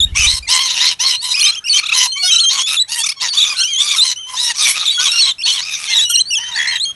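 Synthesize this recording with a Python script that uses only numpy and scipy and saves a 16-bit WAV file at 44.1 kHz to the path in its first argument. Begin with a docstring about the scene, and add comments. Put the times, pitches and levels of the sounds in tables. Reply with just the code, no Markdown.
"""A sharp whistle and a bird flapping past, then a close flock of small parrots at an outdoor feeding dish.
Their harsh, fluttering screeches overlap with clean, warbling whistles. Both come from the syrinx,
a bird's voice box: it sings a gliding tone for a whistle, and its membranes flutter and chop the tone
for a screech. Each wing beat is a low puff of air. Faint far chatter and air rumble lie below."""
import sys
import numpy as np
from scipy import signal
from scipy.fft import rfft, irfft
from scipy.io import wavfile
from scipy.ndimage import uniform_filter1d, minimum_filter1d

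SR = 44100
rng = np.random.default_rng(int(sys.argv[2]) if len(sys.argv) > 2 else 0)


def file_out(sig):
    """Save sig as 16-bit WAV at sys.argv[1]."""
    # one column per channel
    cols = np.atleast_2d(sig).T
    # limit, then scale
    lim = np.clip(cols, -1, 1)
    pcm = np.round(lim * 32767).astype(np.int16)
    wavfile.write(sys.argv[1], SR, pcm)


N = 306495
CUTOFF_HZ = 12700   # top of the sound's range


def from_db(db):
    """Turns a level in dB into a number to multiply by."""
    return 10 ** (np.asarray(db) / 20)


def rms_one(x):
    """Scales x to an average strength (rms) of 1."""
    return x / np.sqrt(np.mean(x ** 2) + 1e-20)


def coloured(x, gain_db):
    """Turns each frequency in x up or down by gain_db(hz)."""
    hz = np.maximum(np.arange(len(x) // 2 + 1) * SR / len(x), 1)
    return irfft(rfft(x) * from_db(gain_db(hz)), len(x))


def at_hz(points, hz):
    """Reads a level between the rows of a table, with octaves evenly spaced."""
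    table_hz, table_db = np.transpose(points)
    return np.interp(np.log(hz), np.log(table_hz), table_db)


def bump(hz, centre_hz, half_width_hz, db):
    """A rounded peak around one frequency, or a dip if db is negative."""
    return db / (1 + ((hz - centre_hz) / half_width_hz) ** 2)


def wobble(size, rate_hz):
    """A random wiggle of strength 1 that changes about rate_hz times a second."""
    r = np.exp(-2 * np.pi * rate_hz / SR)
    return rms_one(signal.lfilter([1], [1, -2 * r, r * r], rng.standard_normal(size + 2000))[2000:])


def fades(t, rise_s, fall_s):
    """Gives a call a soft start and end."""
    return np.sin(np.pi / 2 * np.clip(np.minimum(t / rise_s, (t[-1] - t) / fall_s), 0, 1)) ** 2


def swell(t, early_db, late_db):
    """Slides a call's loudness from an early level to a late one."""
    return from_db(np.interp(t / t[-1], [.2, .8], [early_db, late_db]))


def add(out, start_s, sound):
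    """Mixes a sound into out at its start time."""
    at = round(start_s * SR)
    out[at:at + len(sound)] += sound[:N - at]


# The air's noise from low to high: f/Hz, relative level/dB
AIR_COLOUR = [(20, -36), (45, -2.5), (110, 2), (300, -11), (800, -10), (4000, -10), (12000, -19)]
# How the gusts rise and fall: t/s, relative level/dB
GUST_LEVELS = [(0.63, -52.5), (3.13, -58.5), (6.95, -51)]


def air():
    """Moving air rumbles and hisses; the hiss follows the gusts less than the rumble does."""
    split_hz, lift_db, hiss_share = 250, 5.5, .73
    noise = rng.standard_normal(N)
    rumble = coloured(noise, lambda hz: at_hz(AIR_COLOUR, hz) - 90 * (hz > split_hz))
    hiss = coloured(noise, lambda hz: at_hz(AIR_COLOUR, hz) - 90 * (hz <= split_hz))
    gusts_db = np.interp(np.arange(N) / SR, *np.transpose(GUST_LEVELS))
    swing_db = gusts_db - gusts_db.mean() + .31 * wobble(N, 1.1)
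    mixed = rumble * from_db(swing_db) + hiss * from_db(hiss_share * swing_db)
    return from_db(gusts_db.mean() + lift_db) * mixed / np.std(rumble + hiss)


def far_chatter(count):
    """Birds further off give short, faint, gliding calls at random times."""
    out = np.zeros(N)
    for when, span, height, loudness in rng.random((count, 4)):
        t = np.arange(round((.02 + .05 * span) * SR)) / SR
        pitch_hz = 1300 * 3 ** height * (1 + .08 * wobble(len(t), 15) + .03 * wobble(len(t), 300))
        phase = 2 * np.pi * np.cumsum(pitch_hz) / SR
        add(out, when * N / SR, np.sin(phase) * from_db(-54 + 14 * loudness) * fades(t, .008, .008))
    return out


def wings():
    """A bird flaps past: each downstroke pushes a short, low wave of air, over a fading gust."""
    first_s, gap_s, nearest_beat, thump_hz = .051, .071, 2, 62
    out = np.zeros(N)
    t = np.arange(round(.07 * SR)) / SR
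    push = -np.sin(2 * np.pi * thump_hz * t) * (t / .0062) * np.exp(1 - t / .0067)
    for beat in range(7):
        level_db = -15 - 1.3 * (beat - nearest_beat) ** 2
        add(out, first_s + gap_s * beat, from_db(level_db) * push)
    low_band = signal.butter(2, [35, 95], "band", fs=SR, output="sos")
    gust = from_db(-27) * rms_one(signal.sosfilt(low_band, rng.standard_normal(N)))
    return out + gust * np.clip(1 - np.arange(N) / SR / .5, 0, 1)   # gone in half a second


# The overtone an octave up is strong where the throat rings with it.
# Columns: note f/Hz, overtone level/dB against the note at medium effort
OCTAVE_LEVELS = [(1500, -9), (2400, 10.5), (2900, 0.5), (3300, -8), (4100, -16)]
# One whistled note a row: start t/s, length t/s, glide from f/Hz, glide to f/Hz, warble swing f/Hz,
# warble half-turns (it settles after the last whole one), early level/dB, late level/dB
WHISTLE_NOTES = [ (.001, 0.051, 3780, 3690, -360, 1.97, -10, -10),
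                 (0.206, 0.055, 3035, 3280, -230, 0.77, -19.5, -14),
                 (0.424, 0.038, 2370, 2320, 62, 0.81, -34.5, -34.5),
                 (0.465, 0.019, 2030, 2120, 5, 1, -36, -23),
                 (1.136, 0.086, 4150, 4640, -250, 1.1, -26, -22.5),
                 (1.34, 0.033, 2370, 3120, -61, 1.7, -18, -24),
                 (1.362, 0.039, 2467, 2540, 0, 0.89, -22, -19),
                 (1.393, 0.021, 2580, 3410, 250, 0.91, -20, -12.5),
                 (1.411, 0.015, 4210, 4240, 5, 1, -8, -9), (1.425, 0.041, 2850, 3220, -6, 1.3, -16.5, -9.5),
                 (1.459, 0.021, 2700, 2505, -47, 1.3, -18, -20), (1.479, 0.015, 3200, 3150, 0, 1, -16, -22),
                 (1.449, 0.062, 4230, 4087, -600, 1.64, -13, -10.5),
                 (1.508, 0.038, 3100, 3470, -3, 1, -26.5, -21.5),
                 (1.546, 0.05, 2424, 3210, 359, 1.16, -27, -23.5),
                 (1.64, 0.036, 2650, 2880, -6, 1, -31, -21),
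                 (1.672, 0.022, 2450, 3080, -150, 1.3, -22.5, -21),
                 (1.693, 0.041, 4550, 4310, -3, 1, -10, -9.5),
                 (1.728, 0.052, 3060, 3230, -74, 1.6, -15, -11),
                 (1.781, 0.022, 4210, 4340, -3, 1, -11.5, -15.5),
                 (2.074, 0.064, 4120, 4280, 12, 1.1, -19.5, -20.5),
                 (2.118, 0.068, 3110, 3166, -28, 0.83, -22, -23.5),
                 (2.174, 0.069, 3980, 4350, 262, 1.15, -24, -14.5),
                 (2.278, 0.052, 3350, 3000, 5, 1.1, -13, -12.5), (2.319, 0.02, 3960, 3780, 2, 1, -7, -5.5),
                 (2.336, 0.028, 3080, 3070, 4, 1, -14, -14), (2.36, 0.021, 3930, 3950, 0, 1, -5.5, -11),
                 (2.38, 0.027, 3020, 3680, -200, 1.2, -12.5, -12),
                 (2.401, 0.056, 4400, 3950, 18, 1, -9.5, -16),
                 (2.435, 0.067, 3203, 3200, -8, 0.76, -13.5, -13.5),
                 (2.599, 0.086, 3185, 3620, 20, 1.6, -20.5, -19),
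                 (2.765, 0.063, 4090, 3933, -600, 1.75, -14, -8),
                 (2.976, 0.082, 3110, 3610, 11, 0.58, -24, -19),
                 (3.282, 0.12, 4490, 4650, 198, 4.4, -17, -19),
                 (3.372, 0.073, 3720, 3540, -280, 4.9, -9.5, -12.5),
                 (3.449, 0.034, 3450, 3460, -6, 1, -16, -19), (3.497, 0.04, 2483, 2410, -14, 1, -20.5, -25),
                 (3.548, 0.089, 1500, 1550, -6, 1.6, -36.5, -31),
                 (3.566, 0.06, 4080, 4270, 97, 2.9, -19, -11.5),
                 (3.587, .05, 2706, 3315, -100, 2.2, -22, -18), (3.624, 0.017, 3235, 3100, -5, 1, -17, -21),
                 (3.634, 0.033, 2700, 3100, -12, 1.2, -17.5, -19.5),
                 (3.664, 0.16, 2930, 3590, 158, 2.58, -21.5, -16),
                 (3.673, 0.096, 2390, 2040, 110, 1.9, -31.5, -40),
                 (3.978, 0.065, 4020, 4080, -480, 1.7, -11.5, -6),
                 (4.159, 0.15, 2850, 3190, 209, 1.95, -28.5, -30.5),
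                 (4.39, 0.1, 4850, 5600, 149, 1.3, -23, -19),
                 (4.86, 0.068, 4180, 3880, -550, 1.3, -12, -18),
                 (4.89, 0.031, 3770, 3880, 9, 0.82, -18, -11.5),
                 (4.916, 0.047, 4540, 4460, 1, 1, -19.5, -23),
                 (4.943, 0.063, 3330, 3314, 13, 0.6, -18.5, -15),
                 (4.977, 0.067, 1447, 1520, -5, 0.95, -25, -25), (5.077, 0.048, 3900, 3700, 2, 1, -15, -19),
                 (5.116, 0.092, 2716, 2785, 73, 1.22, -22, -19),
                 (5.177, 0.05, 4150, 4440, 109, 1.45, -13.5, -9),
                 (5.22, .054, 4380, 4170, -400, 1.34, -8, -14.5),
                 (5.272, 0.054, 3540, 3580, 514, 1.25, -13.5, -17),
                 (5.382, 0.0324, 2580, 2840, 0, 1.2, -33.5, -25),
                 (5.412, 0.022, 2450, 3640, -250, 1.5, -25.5, -22),
                 (5.434, 0.035, 4360, 4390, -1, 1, -15.5, -12),
                 (5.465, 0.062, 3155, 3180, -150, 0.99, -22.5, -17),
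                 (5.523, 0.028, 4150, 4400, 0, 1, -14, -22), (5.875, 0.07, 2185, 2063, -8, 1.8, -29, -20),
                 (5.88, 0.087, 3010, 3420, 204, 1.2, -23, -31),
                 (5.94, 0.046, 3600, 3835, 156, 1.28, -14.5, -11.5),
                 (5.975, 0.085, 3905, 3880, -520, 1.97, -10.5, -15),
                 (6.05, 0.04, 2920, 2940, 4, 1.3, -19, -21),
                 (6.097, 0.068, 2837, 3310, 372, 2.01, -19.5, -16),
                 (6.153, 0.015, 3970, 4300, 12, 0.43, -5, -6),
                 (6.169, 0.037, 2770, 3275, -100, 1.07, -18, -15),
                 (6.203, 0.02, 4045, 4080, 58, 1.4, -7.5, -8),
                 (6.254, 0.054, 4160, 4650, 83, 0.98, -26.5, -20),
                 (6.304, 0.05, 2840, 2660, 132, 1.8, -19.5, -16.5),
                 (6.352, 0.042, 3397, 2780, 79, 1.6, -14, -19),
                 (6.399, 0.11, 2980, 3170, 14, 1.5, -25, -25.5),
                 (6.514, 0.076, 3960, 4340, -400, 2.12, -24.5, -18.5),
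                 (6.586, 0.078, 3340, 3350, 12, 1, -20, -24.5),
                 (6.672, 0.068, 3940, 3980, 351, 1.12, -15.5, -21),
                 (6.708, 0.088, 3190, 3190, -10, 1.4, -25, -27),
                 (6.754, 0.04, 4040, 3240, 6, 1, -15.5, -38),
                 (6.797, 0.055, 3240, 4450, 246, 1.1, -17.5, -13),
                 (6.851, 0.071, 3193, 3260, -11, 0.85, -21.5, -22.5)]


def whistles():
    """The syrinx sings tones that glide and warble; the harder the bird blows, the more overtones."""
    out = np.zeros(N)
    for start, length, from_hz, to_hz, swing_hz, turns, early_db, late_db in WHISTLE_NOTES:
        t = np.arange(round(length * SR)) / SR
        waver = .0045 * wobble(len(t), 300) + .006 * wobble(len(t), 30)
        warble = np.sin(np.pi * np.minimum(turns * t / length, max(1, int(turns))))
        glide_hz = from_hz + (to_hz - from_hz) * t / length
        pitch_hz = (glide_hz + swing_hz * warble) * (1 + waver)
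        phase = 2 * np.pi * np.cumsum(pitch_hz) / SR
        effort = swell(t, early_db, late_db)
        octave = from_db(at_hz(OCTAVE_LEVELS, pitch_hz) + 3.45 * wobble(len(t), 47))
        octave *= (effort / from_db(-16)) ** .41
        upper = np.sqrt(octave) * from_db(-14.5 - (pitch_hz - 3000) / 150)   # weaker on high notes
        tone = np.sin(phase) + octave * np.sin(2 * phase)
        tone += upper * (np.sin(3 * phase) + .43 * np.sin(4 * phase))
        ragged = from_db(wobble(len(t), 110)) * (1 + .04 * wobble(len(t), 600))
        add(out, start, np.sqrt(2) * tone * effort * ragged * fades(t, .003, .004))
    return out


# Kinds of screech, by name: roughness (0 to 1), flutter depth
# (above 0 the pitch falls in each flutter, below 0 it rises)
SCREECH_VOICES = {"clear": (.18, 0), "burr": (.47, .4), "rasp": (.72, .3), "hoarse": (.75, 0),
                  "stutter": (.35, -.75), "rattle": (.45, .68)}


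def fluttering_syrinx(t, pitch_hz, peak_hz, voice):
    """Membranes buzz with many harmonics (multiples of the pitch); an uneven flutter chops the buzz."""
    flutter_hz, stutter_hz = 78, 34.5   # fast chopping; slow, separate chirps
    rough, depth = SCREECH_VOICES[voice]
    rough = rough * np.clip(.3 + t / .05, 0, 1)   # starts clearer, then breaks up
    rate_hz = stutter_hz if depth < -.35 else flutter_hz * (1 + .12 * wobble(len(t), 20))
    cycle = np.cumsum(rate_hz * np.ones(len(t))) / SR % 1
    progress = t / t[-1]
    # The pitch scoops up at the start and sags at the end.
    arch = 1 - .55 * rough.max() * np.exp(-progress / .11) - .14 * rough * progress ** 2.5
    sweep = uniform_filter1d(.55 * depth * abs(depth) * (.5 - cycle), size=60)
    chaos = rough * (.07 * wobble(len(t), 500) + .045 * wobble(len(t), 15))
    phase = 2 * np.pi * np.cumsum(pitch_hz * arch * (1 + sweep + chaos)) / SR
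    harmonics = np.arange(1, int(CUTOFF_HZ / pitch_hz) + 1)[:, None]
    strengths = from_db([5 * wobble(len(t), 10) for _ in harmonics])   # each comes and goes
    strengths *= from_db(bump(harmonics * pitch_hz, peak_hz, 350, db=8))   # louder near the throat peak
    buzz = rms_one(np.sum(strengths * np.cos(harmonics * phase + harmonics ** 2), axis=0))
    breath = .65 * rough * rng.standard_normal(len(t))
    chop = from_db(-26 * depth ** 2 * np.cos(np.pi * cycle) ** 4)
    flicker = from_db(5 * rough * wobble(len(t), 600) + .6 * wobble(len(t), 33))
    return (buzz + breath) * chop * flicker


# How the throat lifts or weakens each frequency: f/Hz, level/dB
THROAT_COLOUR = [(400, -18), (1000, -9), (1900, -6), (2600, 0.5), (4000, -0.5), (5800, 3), (7300, -2.5),
                 (9000, -19.5)]


def throat_and_beak(t, source, peak_hz, treble_db):
    """The throat shapes the buzz and rings at one peak; the opening beak lets out the highest part."""
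    tilt_db = .23 * (treble_db + 10)   # per octave above 2200 Hz

    def throat_db(hz):
        slope_db = tilt_db * np.log2(np.maximum(hz / 2200, 1))
        return at_hz(THROAT_COLOUR, hz) + bump(hz, peak_hz, 350, db=4) + slope_db

    treble = coloured(source, lambda hz: treble_db - 8e-7 * (hz - 8700) ** 2 - 60 * (hz < 7500))
    beak_opening = np.clip(t / .05, 0, 1) * from_db(3 * wobble(len(t), 14))
    return rms_one(coloured(source, throat_db) + beak_opening * treble)


# One screech a row: start t/s, end t/s, pitch f/Hz, early level/dB, late level/dB,
# throat peak f/Hz, relative treble level/dB, kind of voice
SCREECH_CALLS = [ (0.14, 0.284, 1301, -10.5, -13, 2900, -9, "rasp"),
                 (0.255, 0.4, 1044, -11.5, -14, 4140, -5.5, "burr"),
                 (0.473, 0.698, 1083, -6, -15.5, 4530, -11, "burr"),
                 (0.672, 0.821, 1030, -17, -14.5, 3750, -17.5, "rasp"),
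                 (0.792, 0.949, 1057, -6, -14.5, 3850, -15, "rasp"),
                 (0.987, 1.176, 1041, -9.5, -14.5, 3920, -17, "burr"),
                 (1.203, 1.35, 1020, -21, -13.5, 3780, -1.5, "burr"),
                 (1.343, 1.517, 1290, -19, -18.5, 2840, -3.5, "rasp"),
                 (1.486, 1.594, 1380, -26.5, -33.5, 3260, -23, "hoarse"),
                 (1.672, 1.812, 1303, -27.5, -14, 2940, -11, "hoarse"),
                 (1.795, 1.95, 1294, -21.5, -15.5, 3300, -26, "stutter"),
                 (1.922, 2.083, 1047, -8, -11.5, 4040, -11, "burr"),
                 (2.151, 2.252, 1142, -21, -31, 2500, -19, "clear"),
                 (2.215, 2.309, 735, -11, -13, 5340, -8, "clear"),
                 (2.287, 2.475, 1378, -16.5, -28, 3400, -15, "burr"),
                 (2.482, 2.641, 1101, -14.5, -14, 4100, -14.5, "rasp"),
                 (2.652, 2.778, 1356, -17.5, -16, 3610, -4.5, "rasp"),
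                 (2.873, 3.034, 950, -18, -16, 4320, -2.5, "burr"),
                 (3.025, 3.137, 1240, -12, -17, 5160, -10, "stutter"),
                 (3.152, 3.22, 1110, -34, -31, 4480, -30, "clear"),
                 (3.195, 3.305, 1010, -11, -17.5, 4250, -20, "rasp"),
                 (3.318, 3.565, 1218, -18.5, -19, 3280, -12.5, "rasp"),
                 (3.537, 3.781, 1447, -21, -34.5, 4000, -5, "hoarse"),
                 (3.771, 3.972, 1205, -14, -14, 3970, -10, "burr"),
                 (3.946, 4.026, 1322, -11, -26, 3580, 2, "hoarse"),
                 (4.008, 4.144, 1024, -14.5, -15, 4220, -10, "burr"),
                 (4.253, 4.379, 1066, -35.5, -21.5, 1060, -8, "burr"),
                 (4.355, 4.533, 964, -17.5, -12, 4100, -7, "burr"),
                 (4.529, 4.721, 1252, -22.5, 7, 4140, -6.5, "rasp"),
                 (4.727, 4.857, 1272, -17.5, -19, 4440, -20, "rasp"),
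                 (4.821, 4.989, 1203, -19, -24, 3600, -3.5, "hoarse"),
                 (4.98, 5.094, 1197, -11.5, -11, 3340, -7.5, "rasp"),
                 (5.067, 5.208, 1444, -18, -20, 3460, -13, "hoarse"),
                 (5.188, 5.325, 1144, -15, -17, 3660, -19, "rasp"),
                 (5.445, 5.622, 1107, -13, -17.5, 3700, -12.5, "rasp"),
                 (5.6, 5.777, 1265, -22, -18, 5250, -17, "burr"),
                 (5.749, 5.894, 1315, -27.5, -19.5, 1990, -11, "rasp"),
                 (5.873, 6.056, 968, -19, -18.5, 3480, -10, "rasp"),
                 (6.081, 6.133, 1440, -14, -12.5, 3860, 6, "clear"),
                 (6.36, 6.58, 987, -32.5, -25.5, 1600, -40, "burr"),
                 (6.541, 6.79, 975, -19, -19, 1980, -28, "rattle")]


def screeches():
    """The nearby parrots screech: each harsh buzz leaves the syrinx through the throat and beak."""
    out = np.zeros(N)
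    for start, end, pitch_hz, early_db, late_db, peak_hz, treble_db, voice in SCREECH_CALLS:
        t = np.arange(round((end - start) * SR)) / SR
        source = fluttering_syrinx(t, pitch_hz, peak_hz, voice)
        call = throat_and_beak(t, source, peak_hz, treble_db)
        add(out, start, call * swell(t, early_db, late_db) * fades(t, .028, .024))
    return out


def echoes(calls, decay_s=.14, level_db=-15):
    """Calls scatter off bodies, rail and leaves, leaving a tail that drops 60 dB in decay_s."""
    t = np.arange(round(.3 * SR)) / SR
    tail = rng.standard_normal(len(t)) * from_db(-60 * t / decay_s)
    tail *= from_db(level_db) / np.sqrt(np.sum(tail ** 2))
    return signal.fftconvolve(calls, tail)[:N]


def scene():
    """Mixes the calls, their echoes, the wings and the air into one channel."""
    calls = whistles() + screeches() + far_chatter(count=150)
    return (calls + echoes(calls) + wings() + air())[None]


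# Two narrow dips in the treble, probably from a reflection close to the microphone.
# Columns: centre f/Hz, half-width f/Hz, level/dB
REFLECTION_DIPS = [(4800, 170, -9), (7420, 200, -12)]


def record(dry):
    """Two dips colour the sound, a limiter turns down the loudest peaks, and the very top is cut."""
    dipped = coloured(dry[0], lambda hz: sum(bump(hz, *dip) for dip in REFLECTION_DIPS))[None]
    safe_gain = np.minimum(1, .97 / np.maximum(np.abs(dipped), 1e-9))
    smooth_gain = uniform_filter1d(minimum_filter1d(safe_gain, size=201), size=201)
    top_cut = signal.cheby2(14, 70, CUTOFF_HZ, fs=SR, output="sos")
    return signal.sosfilt(top_cut, smooth_gain * dipped)


dry = scene()
out = record(dry)
file_out(out)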